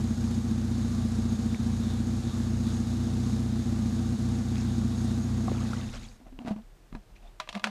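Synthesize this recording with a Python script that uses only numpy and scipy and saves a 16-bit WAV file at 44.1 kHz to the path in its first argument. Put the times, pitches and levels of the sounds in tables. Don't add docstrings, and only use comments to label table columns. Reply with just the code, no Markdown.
import sys
import numpy as np
from scipy import signal
from scipy.fft import rfft, irfft
from scipy.io import wavfile
from scipy.ndimage import uniform_filter1d

SR = 44100
rng = np.random.default_rng(int(sys.argv[2]) if len(sys.argv) > 2 else 0)


def pcm_store(signal):
    levels = np.round(np.clip(np.atleast_2d(signal), -1, 1) * 32767)
    wavfile.write(sys.argv[1], SR, levels.astype(np.int16).T)


def decibels_to_gain(level_db):
    exponent = np.asarray(level_db, float) / 20
    return 10 ** exponent


N = 339563
TIME_S = np.arange(N) / SR

# pitch_hz, level_db (per Hz)
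SHORE_COLOUR = [(53, -36), (90, 4.5), (226, -8), (369, -5.5), (410, -9), (497, -10), (3120, -22.5),
                (8710, -28), (11200, -33), (14800, -31)]
# peak_s, length_s, level_db
GUSTS = [(5.95, 0.27, -43), (6.32, .09, -47), (6.6, .25, -53.5), (6.84, 0.065, -55), (6.96, 0.067, -44.5),
         (7.17, 0.27, -52), (7.51, .08, -59)]
# start_s, peak_db, pitch_hz, glide_per_s, decay_cycles
BUBBLES = [(1.546, -28.5, 2230, 5, 2.2), (5.481, -23.5, 725, 3, 3), (5.482, -25.5, 1090, 4, 3.2),
           (5.517, -16, 427, 4.3, 0.56), (5.549, -39, 1230, 9.3, 6), (5.607, -38, 1100, 10, 8.3),
           (5.651, -35, 1100, 17, 2.3), (5.733, -27.5, 1270, 14, 5.1), (5.77, -42, 2900, 9.3, 10),
           (5.789, -51, 1050, 10, 6), (5.89, -42, 2550, 11.3, 6), (5.941, -45, 1330, 24, 4.9),
           (5.973, -43, 3010, 5, 13), (6.01, -56, 2530, 13, 9.7), (6.043, -50, 2330, 9.1, 10),
           (6.05, -45, 3300, 2, 8), (6.087, -45, 4600, 5, 10), (6.115, -53, 2370, 5.9, 8.4),
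           (6.39, -32.5, 2750, 3, 1.8), (7.163, -47.5, 2270, 15, 6.9), (7.182, -60, 2550, 5, 10),
           (7.228, -60, 2490, 5, 16), (7.265, -62, 2500, 5, 20), (7.275, -57, 3480, 3, 30)]
# start_s, peak_db, pitch_hz
SMACKS = [(4.557, -30, 3300), (4.581, -31, 4800), (4.61, -33, 5200), (6.04, -46, 2600), (6.62, -51, 3500)]
# peak_s, length_s, coarse_db, fine_db
SPLASHES = [(1.55, .02, -70, -52), (4.587, 0.087, -58, -48.5), (5.6, 0.46, -48, -53),
            (5.796, 0.19, -61, -55), (5.952, 0.055, -50.5, -49), (6.046, 0.063, -75, -55)]
# time_s, pitch_hz
HOLLOW_PITCH = [(6.2, 250), (6.39, 253), (6.53, 201), (6.58, 224), (6.9, 210), (7.1, 190), (7.4, 214),
                (7.56, 200), (7.64, 209)]
# pitch_ratio (to the hollow pitch), level_db, fade_s (to -60 dB)
HOLLOW_TONES = [(1.04, 9.5, 0.04), (2.6, -21, 0.056)]
# pitch_hz, level_db, fade_s (to -60 dB)
LID_TONES = [(621, -8.5, 0.1), (980, 2, 0.039), (1186, -7, 0.087), (1660, -8, 0.041), (2090, -18, 0.099),
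             (2520, -7, 0.043), (2790, -6, 0.019), (3340, -20, 0.094), (3850, -19, 0.033),
             (4050, -17, 0.082), (4430, -26, .04)]
# peak_s, length_s, hollow_db, wall_db, grit_db
SCRAPES = [(6.218, 0.03, -49, -61, -80), (6.272, 0.036, -55, -55.5, -85), (6.337, 0.043, -50, -72, -82),
           (6.412, 0.052, -40, -53.5, -60), (6.481, 0.046, -34.5, -40, -55),
           (6.519, 0.029, -26, -45.5, -61), (6.576, .05, -39.5, -55, -64), (6.954, 0.039, -36.5, -52, -70),
           (7.104, 0.043, -59, -66, -60), (7.163, .025, -62, -65, -45), (7.258, .1, -65, -60, -51),
           (7.564, 0.031, -33.5, -42, -48), (7.669, 0.066, -38, -45, -57)]
# start_s, peak_db, treble_db, hollow_db
BUMPS = [(6.201, -64, -56, -50), (6.267, -60, -68, -46), (6.325, -57, -67, -47), (6.389, -46, -62, -37.5),
         (6.418, -58, -65, -45), (6.449, -45, -57, -34), (6.46, -45, -48, -41), (6.481, -33, -38, -30),
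         (6.509, -45, -60, -27), (6.562, -46, -67, -37), (6.926, -42, -66, -38.5),
         (6.95, -34.5, -63, -31.5)]
# start_s, peak_db, treble_db, treble_hz, ring_share (a gripped lid rings shorter)
SNAPS = [(7.4, -29.5, -22, 1910, 1.55), (7.474, -38, -54, 1580, 0.64), (7.49, -29.5, -25.5, 2650, 0.57),
         (7.527, -35.5, -35, 3740, .6), (7.545, -37, -46, 1659, .8), (7.551, -33, -28, 2310, 0.63),
         (7.574, -35, -43, 2520, 0.77), (7.595, -37, -40, 3320, 1.2), (7.618, -46, -56, 1798, .6),
         (7.634, -47, -47, 1840, .6), (7.641, -23.5, -13, 1480, .7), (7.671, -27, -29, 800, .5)]
# time_s, firings_per_s
IDLE_SPEED = [(0, 29.54), (.7, 29.91), (.95, 29.52), (1.75, 29.2), (2.15, 30.19), (2.9, 29.85),
              (3.25, 30.88), (3.85, 29.79), (4.15, 30.56), (4.9, 30.25), (5.8, 30.64)]
# header_late_ms, thump_db, header_db, header_pitch_ratio
CYLINDERS = [(-2.5, 2.5, -13, 1.034), (-2.5, 1.5, -0.07, 1.001), (-3, 2.2, -5.5, 1.002),
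             (-2, 1.9, 0.1, 1.001)]
# time_s, strength_db
WEAK_FIRINGS = [(.14, -9), (.41, -5.5), (.845, 1), (1.08, -2), (1.354, -6.5), (1.558, -23), (2.035, -3),
                (2.2, -6.5), (2.3, -11), (2.835, -4), (3.62, -7), (3.89, -4), (4.153, -16), (4.416, -6),
                (4.945, -2), (5.208, -5)]
# pitch_hz, level_db, fade_s (to -60 dB)
TAILPIPE = [(59.3, 11, .039), (79.2, 4.5, .068), (131.6, -8, .13)]
# pitch_hz, level_db, fade_s (to -60 dB)
HEADER = [(207.1, -3, 0.16), (219.43, -0.86, 0.17), (225.25, -1, 0.14), (355.8, -10.5, 0.049)]
# pitch_hz, level_db, fade_s (to -60 dB)
SILENCER = [(238.5, -14.5, 0.091), (333.3, -23.5, 0.17), (466.5, -29, 0.13), (669, -39, 0.16),
            (764, -35.5, 0.15)]
# pitch_hz, level_db (per Hz)
MACHINERY = [(290, -14.5), (500, -2), (560, -14.5), (776, -3.5), (974, -12.5), (1600, -10), (2100, -21),
             (3210, -18.5), (3750, -11.5), (5990, -13.5), (6610, -11.5), (12000, -27), (14800, -69)]
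# pitch_hz, width_hz, level_db
COVERS = [(1170, 93, -2), (3690, 350, -1), (6585, 54, -3)]


def level(x, db):
    return x * decibels_to_gain(db) / np.sqrt(np.mean(x ** 2))


def noise():
    return rng.standard_normal(N)


def curve(table):
    return np.interp(TIME_S, *np.transpose(table))


def coloured(x, points):
    hz, db = np.transpose(points)
    f = np.maximum(np.arange(N // 2 + 1) * SR / N, 1)
    return irfft(rfft(x) * decibels_to_gain(np.interp(np.log(f), np.log(hz), db)), N)


def band(x, hz, width_hz):
    return level(signal.lfilter(*signal.iirpeak(hz, hz / width_hz, SR), x), 0)


def walk(rate_hz):
    hold = int(SR / rate_hz)
    steps = np.repeat(rng.standard_normal(N // hold + 1), hold)
    return 1.364 * uniform_filter1d(uniform_filter1d(steps, hold), hold)[:N]


def add(out, start_s, sound):
    i = int(start_s * SR)
    out[max(i, 0):max(i + len(sound), 0)] += sound[max(-i, 0):max(N - i, 0)]


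def ring(tones, rise_s, pitch=1, turn=0):
    t = np.arange(SR // 5) / SR
    out = np.zeros(len(t))
    for k, (hz, db, fade_s) in enumerate(tones):
        out += decibels_to_gain(db - 60 * t / fade_s) * np.sin(2 * np.pi * (hz * pitch * t + turn * k))
    return (1 - np.exp(-t / rise_s)) * out


def swell(rows, rise, bend=1):
    t = np.arange(0, N + 16, 16) / SR
    humps = np.zeros(len(t))
    for peak_s, length_s, db in rows:
        side_s = np.where(t < peak_s, rise * length_s, length_s)
        humps += decibels_to_gain(db - 20 * abs((t - peak_s) / side_s) ** bend)
    return np.interp(TIME_S, t, humps)


def shore():
    rumble = band(band(noise(), 35, 11.5), 32.5, 30)
    calm_db = -63.5
    wind = decibels_to_gain(calm_db) + swell(GUSTS, 0.72, bend=1.9)
    return level(coloured(noise(), SHORE_COLOUR), -61) + rumble * wind


def bubbles():
    out, t = np.zeros(N), np.arange(SR // 20) / SR
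    smacks = [(*drop, 0, 1.4) for drop in SMACKS]
    for start_s, db, hz, glide, cycles in BUBBLES + smacks:
        fall = np.exp(-t * hz / cycles)
        rising = 1 + glide * np.minimum(t, .02)
        add(out, start_s, decibels_to_gain(db) * fall * np.sin(2 * np.pi * hz * t * rising))
    return out


def spray():
    out, t = np.zeros(N), np.arange(400) / SR
    for low_hz, column in ((500, 2), (1900, 3)):
        crowd = np.zeros(N)
        for place, pitch, size in rng.random((5000, 3)):
            hz = low_hz * 4 ** pitch
            loud = (1.06 - size) ** -.6
            add(crowd, 1.5 + 4.7 * place, loud * np.exp(-t * hz / 7.0) * np.sin(2 * np.pi * hz * t))
        splashes = swell(np.array(SPLASHES)[:, [0, 1, column]], 0.76, bend=1.33)
        out += level(crowd, -3.0) * splashes
    return out


def scrapes(hollow_hz):
    hollow, walls, grains = (swell(np.array(SCRAPES)[:, [0, 1, k]], 0.7, 1.57) for k in (2, 3, 4))
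    rattle = swell([(s, .04, treble_db - 23) for s, _, treble_db, _, _ in SNAPS], 0.1)
    wobbly_hz = hollow_hz * (1 + .035 * walk(70))
    body = np.sin(2 * np.pi * np.cumsum(wobbly_hz) / SR) * decibels_to_gain(2.2 * walk(60))
    rub = noise() * decibels_to_gain(2.8 * rng.exponential(size=N))
    wall = level(band(rub, 686, 129) + 0.2 * band(rub, 710, 330), 0)
    grit = band(band(rub, 2200, 3000), 2500, 4700)
    return (body * hollow * decibels_to_gain(1.7)
            + wall * (walls + rattle) * decibels_to_gain(0.5)
            + grit * (grains + rattle) * decibels_to_gain(-17.0))


def knocks(hollow_hz):
    out, t = np.zeros(N), np.arange(SR // 10) / SR
    blows = [(*bump, 2000, 0.62) for bump in BUMPS]
    for start_s, db, treble_db, treble_hz, share in SNAPS:
        blows.append((start_s, db, treble_db, db - 23, treble_hz, share))
    fall = np.exp(-t / 0.0039) + 0.11 * np.exp(-t / 0.032)
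    for start_s, db, treble_db, hollow_db, treble_hz, share in blows:
        luck = rng.standard_normal(len(t))
        struck = [(hz, d + 3 * luck[k], fade_s * share) for k, (hz, d, fade_s) in enumerate(LID_TONES)]
        add(out, start_s, decibels_to_gain(db - 4.5) * ring(struck, 0.00034, 1 + 0.016 * luck[-1], turn=0.378))
        bright = band(band(luck, treble_hz, 1500), 2400, 5900)
        broad = band(band(luck, 2400, 3500), 2500, 5600)
        crack = level(bright + 0.23 * broad, 0)
        thud = band(luck, 1170, 900)
        add(out, start_s, fall * (decibels_to_gain(treble_db - 6.5) * crack + decibels_to_gain(db - 12.0) * thud))
        boom = ring(HOLLOW_TONES, 0.00046, hollow_hz[int(start_s * SR)])
        add(out, start_s, decibels_to_gain(hollow_db - 2.0) * boom)
    return out


def bucket():
    hollow_hz = curve(HOLLOW_PITCH)
    soft = signal.butter(1, 7000, fs=SR, output="sos")
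    return signal.sosfilt(soft, scrapes(hollow_hz) + knocks(hollow_hz))


def firings():
    count = .21 + np.cumsum(curve(IDLE_SPEED)) / SR
    order = np.arange(-3, 186)
    times = np.interp(order + .38, count, TIME_S) + np.minimum(order, 0) / 30
    force_db = np.zeros(len(times))
    for weak_s, db in WEAK_FIRINGS:
        force_db[np.argmin(abs(times - weak_s))] = db
    return order, times, force_db


def pipes():
    thump, puff = np.zeros(N), np.zeros(N)
    puff_shape = np.exp(-np.arange(SR // 20) / SR / 0.0075)
    for k, fire_s, db in zip(*firings()):
        luck = rng.standard_normal(4)
        late_ms, thump_db, header_db, pitch = CYLINDERS[k % 4]
        tailpipe = ring(TAILPIPE, .02, turn=.305)
        add(thump, fire_s + .0018, decibels_to_gain(db + thump_db + .8 * luck[0]) * tailpipe)
        header = ring(HEADER, .02, pitch * (1 + .006 * luck[1]), turn=.162)
        header_s = fire_s + (late_ms + 0.32 * luck[2]) / 1000
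        add(thump, header_s, decibels_to_gain(db + header_db + luck[3]) * header)
        silencer = ring(SILENCER, 0.015, turn=0.28)
        add(thump, fire_s - .0022 + .0001 * luck[2], decibels_to_gain(db + 2.0 * luck[1]) * silencer)
        add(puff, fire_s, decibels_to_gain(db + 2.0 * luck[3]) * puff_shape)
    thump = signal.sosfilt(signal.butter(2, 45, "high", fs=SR, output="sos"), thump)
    thump = .25 * thump + .75 * signal.filtfilt(*signal.iirnotch(30, 1.6, SR), thump)
    return thump, puff


def machinery(puff):
    ticks = noise() * decibels_to_gain(1.25 * rng.exponential(size=N))
    hiss = level(coloured(ticks * (1 + 0.5 * puff), MACHINERY), 0)
    for hz, width_hz, db in COVERS:
        hiss += decibels_to_gain(db - 10.0 + 2.96 * walk(25.02)) * band(noise(), hz, width_hz)
    return decibels_to_gain(-50 + 0.81 * walk(9)) * hiss


def engine():
    thump, puff = pipes()
    gas = band(noise(), 130, 113) * decibels_to_gain(-15)
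    gas += band((2.2 + puff) * noise(), 940, 1000) * decibels_to_gain(-28)
    exhaust_db = np.full(N, -29.0)
    for weak_s, db in WEAK_FIRINGS:
        exhaust_db += 0.27 * db * np.exp(-((TIME_S - weak_s - 0.02) / 0.015) ** 2)
    fade_from_s, fade_to_s = 5.395, 6.203
    exhaust_db -= 7 * np.maximum(TIME_S - fade_from_s, 0)
    exhaust_db -= 7.5 * np.clip((TIME_S - 5.89) / 0.0072, 0, 1)
    progress = np.clip((TIME_S - fade_from_s) / (fade_to_s - fade_from_s), 0, 1)
    fade = np.cos(np.pi / 2 * progress ** 1.3)
    return fade * (decibels_to_gain(exhaust_db) * (level(thump, 0.9) + gas) + machinery(puff))


def scene():
    return (shore() + bubbles() + spray() + bucket() + engine())[None]


def low_pass(x):
    return signal.sosfilt(signal.butter(12, 15000, fs=SR, output="sos"), x)


def record(dry):
    rounded = np.tanh(2 * dry) / 2
    top = signal.ellip(8, .2, 70, 14500, fs=SR, output="sos")
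    mix = signal.sosfilt(top, rounded)
    return low_pass(mix)


dry = scene()
out = record(dry)
pcm_store(out)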